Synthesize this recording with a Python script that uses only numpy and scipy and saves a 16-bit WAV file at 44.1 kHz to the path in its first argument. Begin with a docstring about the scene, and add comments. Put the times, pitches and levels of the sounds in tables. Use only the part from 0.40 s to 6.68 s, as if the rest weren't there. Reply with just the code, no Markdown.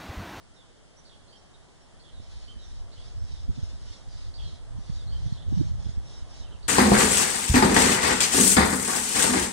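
"""Small birds chirp in the hedges of a sunny garden: frequency-modulated whistles, scattered into a
short echo by walls and foliage. After a while a soft swishing sets in, like a distant hand saw with one
short pause: friction noise coloured by the modes of the blade. A breeze gets up, and its turbulent
pressure buffets the two microphone ports of a small camera, pushing one while it pulls the other.
Behind it all lie a far-off roar and the hiss of leaves."""
import sys
import numpy as np
from scipy import signal
from scipy.fft import rfft, irfft
from scipy.io import wavfile
from scipy.ndimage import uniform_filter1d

SR = 44100
rng = np.random.default_rng(int(sys.argv[2]) if len(sys.argv) > 2 else 0)


def put_to_file(sound):
    """Save the sound as 16-bit audio at rate SR, in the file named by the first command-line argument."""
    columns = np.atleast_2d(sound).T  # one column per channel
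    safe = np.clip(columns, -1, 1)
    whole_steps = np.round(safe * 32767)
    wavfile.write(sys.argv[1], SR, whole_steps.astype(np.int16))


N = 276948
TIME = np.arange(N) / SR

# Note shapes: length/s, sweep from start to end/Hz, arch of the middle/Hz, rasp (0-1)
SEEP, SLUR, PIP = (0.043, 200, 400, 0.2), (0.08, -500, -42, 0.22), (0.03, -30, 39, 0.24)
CHIRRUP, CHIRRUP_PIP = (0.042, 0, 443, 0.5), (0.08, -150, -61, 0.4)  # each chirrup sets its own sweep
FLICK, WHISTLE = (0.08, 799, -79, 0.25), (0.0551, 1, 109, 0.14)
# Thin high seeps, falling slurs and low, nearly level pips: t/s, f/Hz, level/dB
SEEP_NOTES = [(.138, 5500, -68), (.565, 5940, -60.5), (.962, 5550, -65), (1.403, 5520, -68),
              (1.812, 5450, -64), (2.232, 5830, -61), (2.65, 5400, -61), (2.77, 5400, -64.5),
              (4.366, 5900, -71)]
SLUR_NOTES = [(.156, 3600, -62), (1.726, 3770, -62), (2.187, 3770, -59), (2.93, 3650, -60),
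              (4.024, 4190, -56), (4.572, 3600, -58.5), (5.988, 3770, -60.5)]
PIP_NOTES = [(1.135, 3740, -62), (4.05, 3314, -53), (6.034, 3090, -57.5), (6.068, 2740, -64),
             (6.114, 3100, -58), (6.142, 2800, -64.5)]
# Chirrups, a raspy arch and then a pip: t/s, f/Hz, sweep/Hz, level/dB, pip f/Hz, pip level/dB
CHIRRUP_CALLS = [(.649, 4620, -220, -58.5, 3410, -60.5), (1.592, 4520, -160, -60, 3340, -60),
                 (2.515, 4450, 500, -57.5, 3270, -60), (3.935, 4720, -100, -51, 3344, -53.5),
                 (4.925, 4250, -400, -57.5, 3490, -56.5), (6.224, 4560, -40, -55.5, 3320, -62)]
# Tweets, an upward flick and then a low whistle: t/s, f/Hz, level/dB, whistle f/Hz, whistle level/dB
TWEET_CALLS = [(.874, 4490, -61.5, 3210, -59), (2.026, 4450, -64, 3135, -52),
               (4.667, 4400, -55.5, 3160, -54)]

def birds(scatter_hz=520, flutter_db=4.5, pip_after_s=0.04, whistle_after_s=0.05):
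    """Frequency modulation: each note glides on a parabola; random pitch and amplitude make it rasp."""
    song = np.zeros(N)
    shake, flutter = wander(rate_hz=640), wander(rate_hz=240)
    def note(start, hz, db, length, sweep_hz, arch_hz, rasp):
        u = np.linspace(-1, 1, round(length * SR))
        span = (round(start * SR) + np.arange(len(u))) % N
        glide = hz + sweep_hz * u / 2 - arch_hz * u ** 2
        tone = np.sin(2 * np.pi * np.cumsum(glide + rasp * scatter_hz * shake[span]) / SR)
        envelope = signal.windows.tukey(len(u), 0.25) * gain_of(flutter_db * rasp * flutter[span])
        add(song, start, gain_of(db) * unit_rms(tone * envelope))
    for calls, shape in (SEEP_NOTES, SEEP), (SLUR_NOTES, SLUR), (PIP_NOTES, PIP):
        for call in calls:
            note(*call, *shape)
    length, _, arch_hz, rasp = CHIRRUP
    for start, hz, sweep_hz, db, pip_hz, pip_db in CHIRRUP_CALLS:
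        note(start, hz, db, length, sweep_hz, arch_hz, rasp)
        note(start + pip_after_s, pip_hz, pip_db, *CHIRRUP_PIP)
    for start, hz, db, whistle_hz, whistle_db in TWEET_CALLS:
        note(start, hz, db, *FLICK)
        note(start + whistle_after_s, whistle_hz, whistle_db, *WHISTLE)
    return song


def garden_scattering(song, direct_db=-2, echo_db=-6, t60_s=0.7, echoes_per_s=2000, lag_s=0.00031):
    """Scattering by walls and foliage adds a decaying tail; direct sound reaches the right port first."""
    t = np.arange(SR * 3 // 4) / SR
    taps = rng.standard_normal((2, len(t))) * (rng.random((2, len(t))) < echoes_per_s / SR)
    taps *= gain_of(-60 * t / t60_s)
    taps /= np.linalg.norm(taps, axis=1, keepdims=True)
    echo = signal.fftconvolve(song[None], taps, axes=1)[:, :N]
    direct = np.array([np.interp(TIME - lag_s, TIME, song), song])
    return lean_right(gain_of(direct_db) * direct + gain_of(echo_db) * echo, db=3)


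# Spectra of the saw's rasp, common to the ports (mid) and opposed (side): f/Hz, relative level/dB
RASP_MID_SPECTRUM = [(500, -10), (1100, -3.5), (2000, -2.5), (2500, -10.5), (3000, 0), (3450, 6), (3800, 8),
                     (4250, 2.5), (4700, 0.5), (5600, 2), (6800, -1), (7900, -13), (9000, -7), (10400, -32)]
RASP_SIDE_SPECTRUM = [(500, -29.5), (1300, -12.5), (2000, -1), (2850, 0.5), (3700, -1), (4700, 3),
                      (5400, 3), (6000, -3), (6500, -4), (7500, -4.5), (8600, -18.5), (10400, -16)]
# Strokes in two quickening bouts: t/s at full speed, run-up/s, level/dB, ring f/Hz, ring height/dB
SAW_STROKES = [(1.98, 0.24, -56, 4800, -3), (2.32, 0.22, -58.5, 5300, 3), (2.651, 0.2, -56.5, 4830, 3.5),
               (2.94, 0.2, -57, 5400, 5.5), (3.258, 0.21, -54.5, 5260, 3.5), (3.53, .17, -53.5, 5500, 4.5),
               (3.81, 0.19, -54.5, 4830, 5.5), (4.09, 0.16, -55.5, 5100, -1.5), (4.54, .2, -55, 4900, -0.5),
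               (4.88, 0.21, -54.5, 3970, 1), (5.228, 0.19, -53.5, 5630, 2.5), (5.49, .15, -55, 5250, 3.5),
               (5.753, .16, -54.5, 5480, 5.5), (5.98, 0.13, -53.5, 5400, 4.5)]

def saw(level_db=-3, grain_db=0.97, ripple_db=2, ring_half_width_hz=150, slide_hz_per_s=-900):
    """Friction noise follows the blade's speed; the teeth make it grainy, the blade's modes colour it."""
    crest_s, _, _, ring_hz, ring_db = np.transpose(SAW_STROKES)
    def blade(spectrum, ring_boost_db):
        def colour(hz, t):
            stroke = abs(t[0] - crest_s[:, None]).argmin(0)
            modes = rng.standard_normal((len(SAW_STROKES), len(hz)))  # close modes, new each stroke
            ripple = unit_rms(uniform_filter1d(modes, size=3, axis=1)).T[:, stroke]
            # the strongest mode slides as the free length changes
            centre_hz = ring_hz[stroke] + slide_hz_per_s * (t - crest_s[stroke])
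            ring = (ring_db[stroke] + ring_boost_db) / (1 + ((hz - centre_hz) / ring_half_width_hz) ** 2)
            return at_frequency(spectrum, hz) + ripple_db * ripple + ring
        return noise(colour, patchy_db=2.5)
    speed = np.zeros(N)
    for crest, rise_s, db, _, _ in SAW_STROKES:
        u = (TIME - crest) / np.where(TIME < crest, rise_s, 0.78 * rise_s)  # stops faster than it starts
        speed += gain_of(db) * np.maximum(np.cos(np.pi / 2 * np.clip(u, -1, 1)), 0) ** 1.24
    envelope = speed * gain_of(level_db + grain_db * wander(rate_hz=43))
    rasp = ports(blade(RASP_MID_SPECTRUM, ring_boost_db=0), blade(RASP_SIDE_SPECTRUM, ring_boost_db=4))
    return lean_right(envelope * rasp, db=0.5)


# Gusts on top of the breeze: t/s at the crest, half width/s, level/dB
WIND_GUSTS = [(2.875, 0.12, -36.5), (3.148, .1, -33.5), (4.078, 0.05, -35.5), (4.366, 0.049, -34),
              (4.88, 0.25, -33.5), (5.197, .11, -27), (5.472, 0.13, -31.5), (6.02, 0.12, -42.5)]

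def wind_db(t, calm_db=-56, breeze_db=-39.5, onset_s=1.8, rise_s=0.082):
    """Incoherent addition: the calm, a quickly rising breeze and the gusts sum in power."""
    breeze = gain_of(breeze_db) * (1 + np.tanh((t - onset_s) / (2 * rise_s))) / 2
    gusts = sum(gain_of(db) ** 2 * np.exp(-((t - crest) / half) ** 2) for crest, half, db in WIND_GUSTS)
    return 10 * np.log10(gain_of(calm_db) ** 2 + breeze ** 2 + gusts)


# Spectra of the wind's eddies and of the small ones shed by a buffet: f/Hz, relative level/dB
EDDY_SPECTRUM = [(15, -13), (35, 0.5), (70, 1), (100, -6), (140, -10.5), (200, -28.5), (320, -34),
                 (500, -52.5), (1200, -67.5)]
SHED_SPECTRUM = [(40, -6), (120, 1.5), (185, 0.5), (250, -7), (320, -12.5), (420, -19.5), (900, -56)]
# The hardest buffets, brief swings of pressure: t/s, level/dB before saturation, f/Hz, half width/cycles
PRESSURE_BUFFETS = [(1.802, -26.5, 70, 0.44), (2.17, -30.5, 60, 0.82), (2.84, -24, 75, 0.44),
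                    (2.934, -32, 75, 1), (3.092, -30, 250, 1.5), (3.099, -16, 61, 0.79),
                    (3.18, -32.5, 240, 1.8), (3.19, -28.5, 135, 1.5), (3.235, -21.5, 92, 0.91),
                    (3.335, -31, 60, 0.47), (3.51, -31, 70, .5), (3.685, -30, 55, 0.51),
                    (4.135, -29, 70, 0.53), (4.31, -29.5, 70, 0.41), (4.355, -32, 110, 2.2),
                    (4.39, -29.5, 184, 0.71), (4.5, -21.5, 145, 0.7), (4.869, -19, 105, 1.2),
                    (4.927, -16, 121, 0.42), (5.086, -20, 81, 0.76), (5.127, -17, 193, 0.43),
                    (5.178, -17, 171, 1.6), (5.203, -12.5, 128, 1.28), (5.214, -17.5, 301, 1.7),
                    (5.272, -25, 90, 0.55), (5.318, -20.5, 95, 0.57), (5.464, -19.5, 89, 0.82),
                    (5.493, -19, 93, 0.48), (5.579, -20.5, 94, 0.46), (6.01, -30, 70, .6),
                    (6.15, -32, 60, 0.52)]

def wind(lumpy_db=2, reference_db=-36, db_per_octave=20, port_limit=0.33):
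    """Turbulence drives the ports mostly in antiphase; stronger wind makes smaller, higher eddies."""
    def colour(hz, t):
        octaves = np.maximum(wind_db(t) - reference_db, -3) / db_per_octave
        return at_frequency(EDDY_SPECTRUM, hz / 2 ** octaves)
    def shed_eddies():
        return noise(lambda hz, t: at_frequency(SHED_SPECTRUM, hz), patchy_db=-1, size=2048)
    strength = gain_of(wind_db(TIME) + lumpy_db * wander(rate_hz=15.5))
    side = strength * noise(colour, patchy_db=3, size=2048)
    mid = gain_of(-16) * strength * noise(lambda hz, t: colour(hz / 1.06, t), patchy_db=3, size=2048)
    side_shed, mid_shed = shed_eddies(), shed_eddies()
    for crest, db, hz, cycles in PRESSURE_BUFFETS:
        envelope = gain_of(db) * np.exp(-((TIME - crest) * hz / cycles) ** 2)
        swing = np.cos(2 * np.pi * hz * (TIME - crest))
        side -= envelope * (swing + 0.13 * side_shed)
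        mid += gain_of(-15) * envelope * (swing + 0.38 * mid_shed)
    side = port_limit * np.tanh(side / port_limit)  # the hardest buffets overload the ports softly
    return lean_right(ports(mid, side), db=0.5)


# Distant roar and leaf hiss as the microphone hears them, common to the ports (mid, with a hollow
# near 2.5 kHz) and opposed (side): f/Hz, relative level/dB
AMBIENT_MID_SPECTRUM = [(30, 4), (100, 3.5), (200, 0.5), (450, -1), (680, 0.5), (1000, -4), (1800, -9.5),
                        (2200, -15.5), (2500, -23.5), (3200, -9), (4500, -15), (6500, -16), (7800, -17.5),
                        (10400, -20)]
AMBIENT_SIDE_SPECTRUM = [(30, 7), (200, 6), (500, 0.5), (850, -6), (1250, -14), (1900, -9), (3000, -9.5),
                         (3800, -17.5), (4800, -10), (6500, -17), (7600, -14.5), (10400, -18)]
# Slow swell of the far-off roar: t/s, relative level/dB
ROAR_SWELL = [(0, -65), (6.28, -59.2)]

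def ambient_noise(boost_db=5):
    """Diffuse ambient noise: distant roar and leaf hiss, of which the hiss swells less."""
    def roar_db(t):
        return np.interp(t, *np.transpose(ROAR_SWELL))
    def swell_db(hz, t):
        share = at_frequency([(700, 0.91), (2500, 0.55)], hz)
        return share * (roar_db(t) - mean_db)
    mean_db = np.mean(roar_db(TIME))
    mid = noise(lambda hz, t: at_frequency(AMBIENT_MID_SPECTRUM, hz) + swell_db(hz, t), patchy_db=1.23)
    side = noise(lambda hz, t: at_frequency(AMBIENT_SIDE_SPECTRUM, hz) + 0.7 * swell_db(hz, t))
    return gain_of(mean_db + boost_db) * ports(mid, side)


def noise(colour, patchy_db=0, size=1024):
    """Spectral shaping: noise of rms 1 with the spectrum colour(f, t) in dB and drifting patches."""
    frames = dict(fs=SR, nperseg=size, noverlap=size * 3 // 4)
    hz, t, spectrum = signal.stft(rng.standard_normal(N), **frames)
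    patches = uniform_filter1d(rng.standard_normal(spectrum.shape), size=7, axis=0)
    patches = unit_rms(uniform_filter1d(patches, size=9, axis=1))
    spectrum *= gain_of(colour(hz[:, None], t[None]) + patchy_db * patches)
    return unit_rms(signal.istft(spectrum, **frames)[1][:N])


def wander(rate_hz):
    """Gaussian low-pass filtering: a smooth random fluctuation of rms 1."""
    hz = np.fft.rfftfreq(N, 1 / SR)
    return unit_rms(irfft(rfft(rng.standard_normal(N)) * np.exp(-(hz / rate_hz) ** 2), N))


def gain_of(db):
    """Amplitude ratio of a level in decibels."""
    return 10 ** (np.asarray(db) / 20)


def unit_rms(x):
    """Normalisation to rms 1."""
    return x / np.sqrt(np.mean(x ** 2) + 1e-20)


def at_frequency(points, hz):
    """Interpolation on a logarithmic frequency axis."""
    f, value = np.transpose(points)
    return np.interp(np.log(hz + 1), np.log(f + 1), value)


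def add(mix, start_s, sound):
    """Superposition of a sound on the mix from start_s on."""
    part = mix[max(round(start_s * SR), 0):][:len(sound)]
    part += sound[:len(part)]


def ports(mid, side):
    """Sum and difference: left and right from in-phase and antiphase parts."""
    return np.array([mid + side, mid - side])


def lean_right(stereo, db):
    """Level difference: the left port falls and the right port rises by db."""
    return stereo * gain_of([[-db], [db]])


def scene():
    """Linear superposition of all sources at the two ports."""
    return ambient_noise() + saw() + garden_scattering(birds()) + wind()


def record(dry, cutoff_hz=10400):
    """Band limiting: the camera acts as a steep low-pass filter."""
    lowpass = signal.firwin(1023, cutoff_hz, window=("kaiser", 9), fs=SR)
    return signal.oaconvolve(dry, lowpass[None], "same", axes=1)


dry = scene()
out = record(dry)
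put_to_file(out)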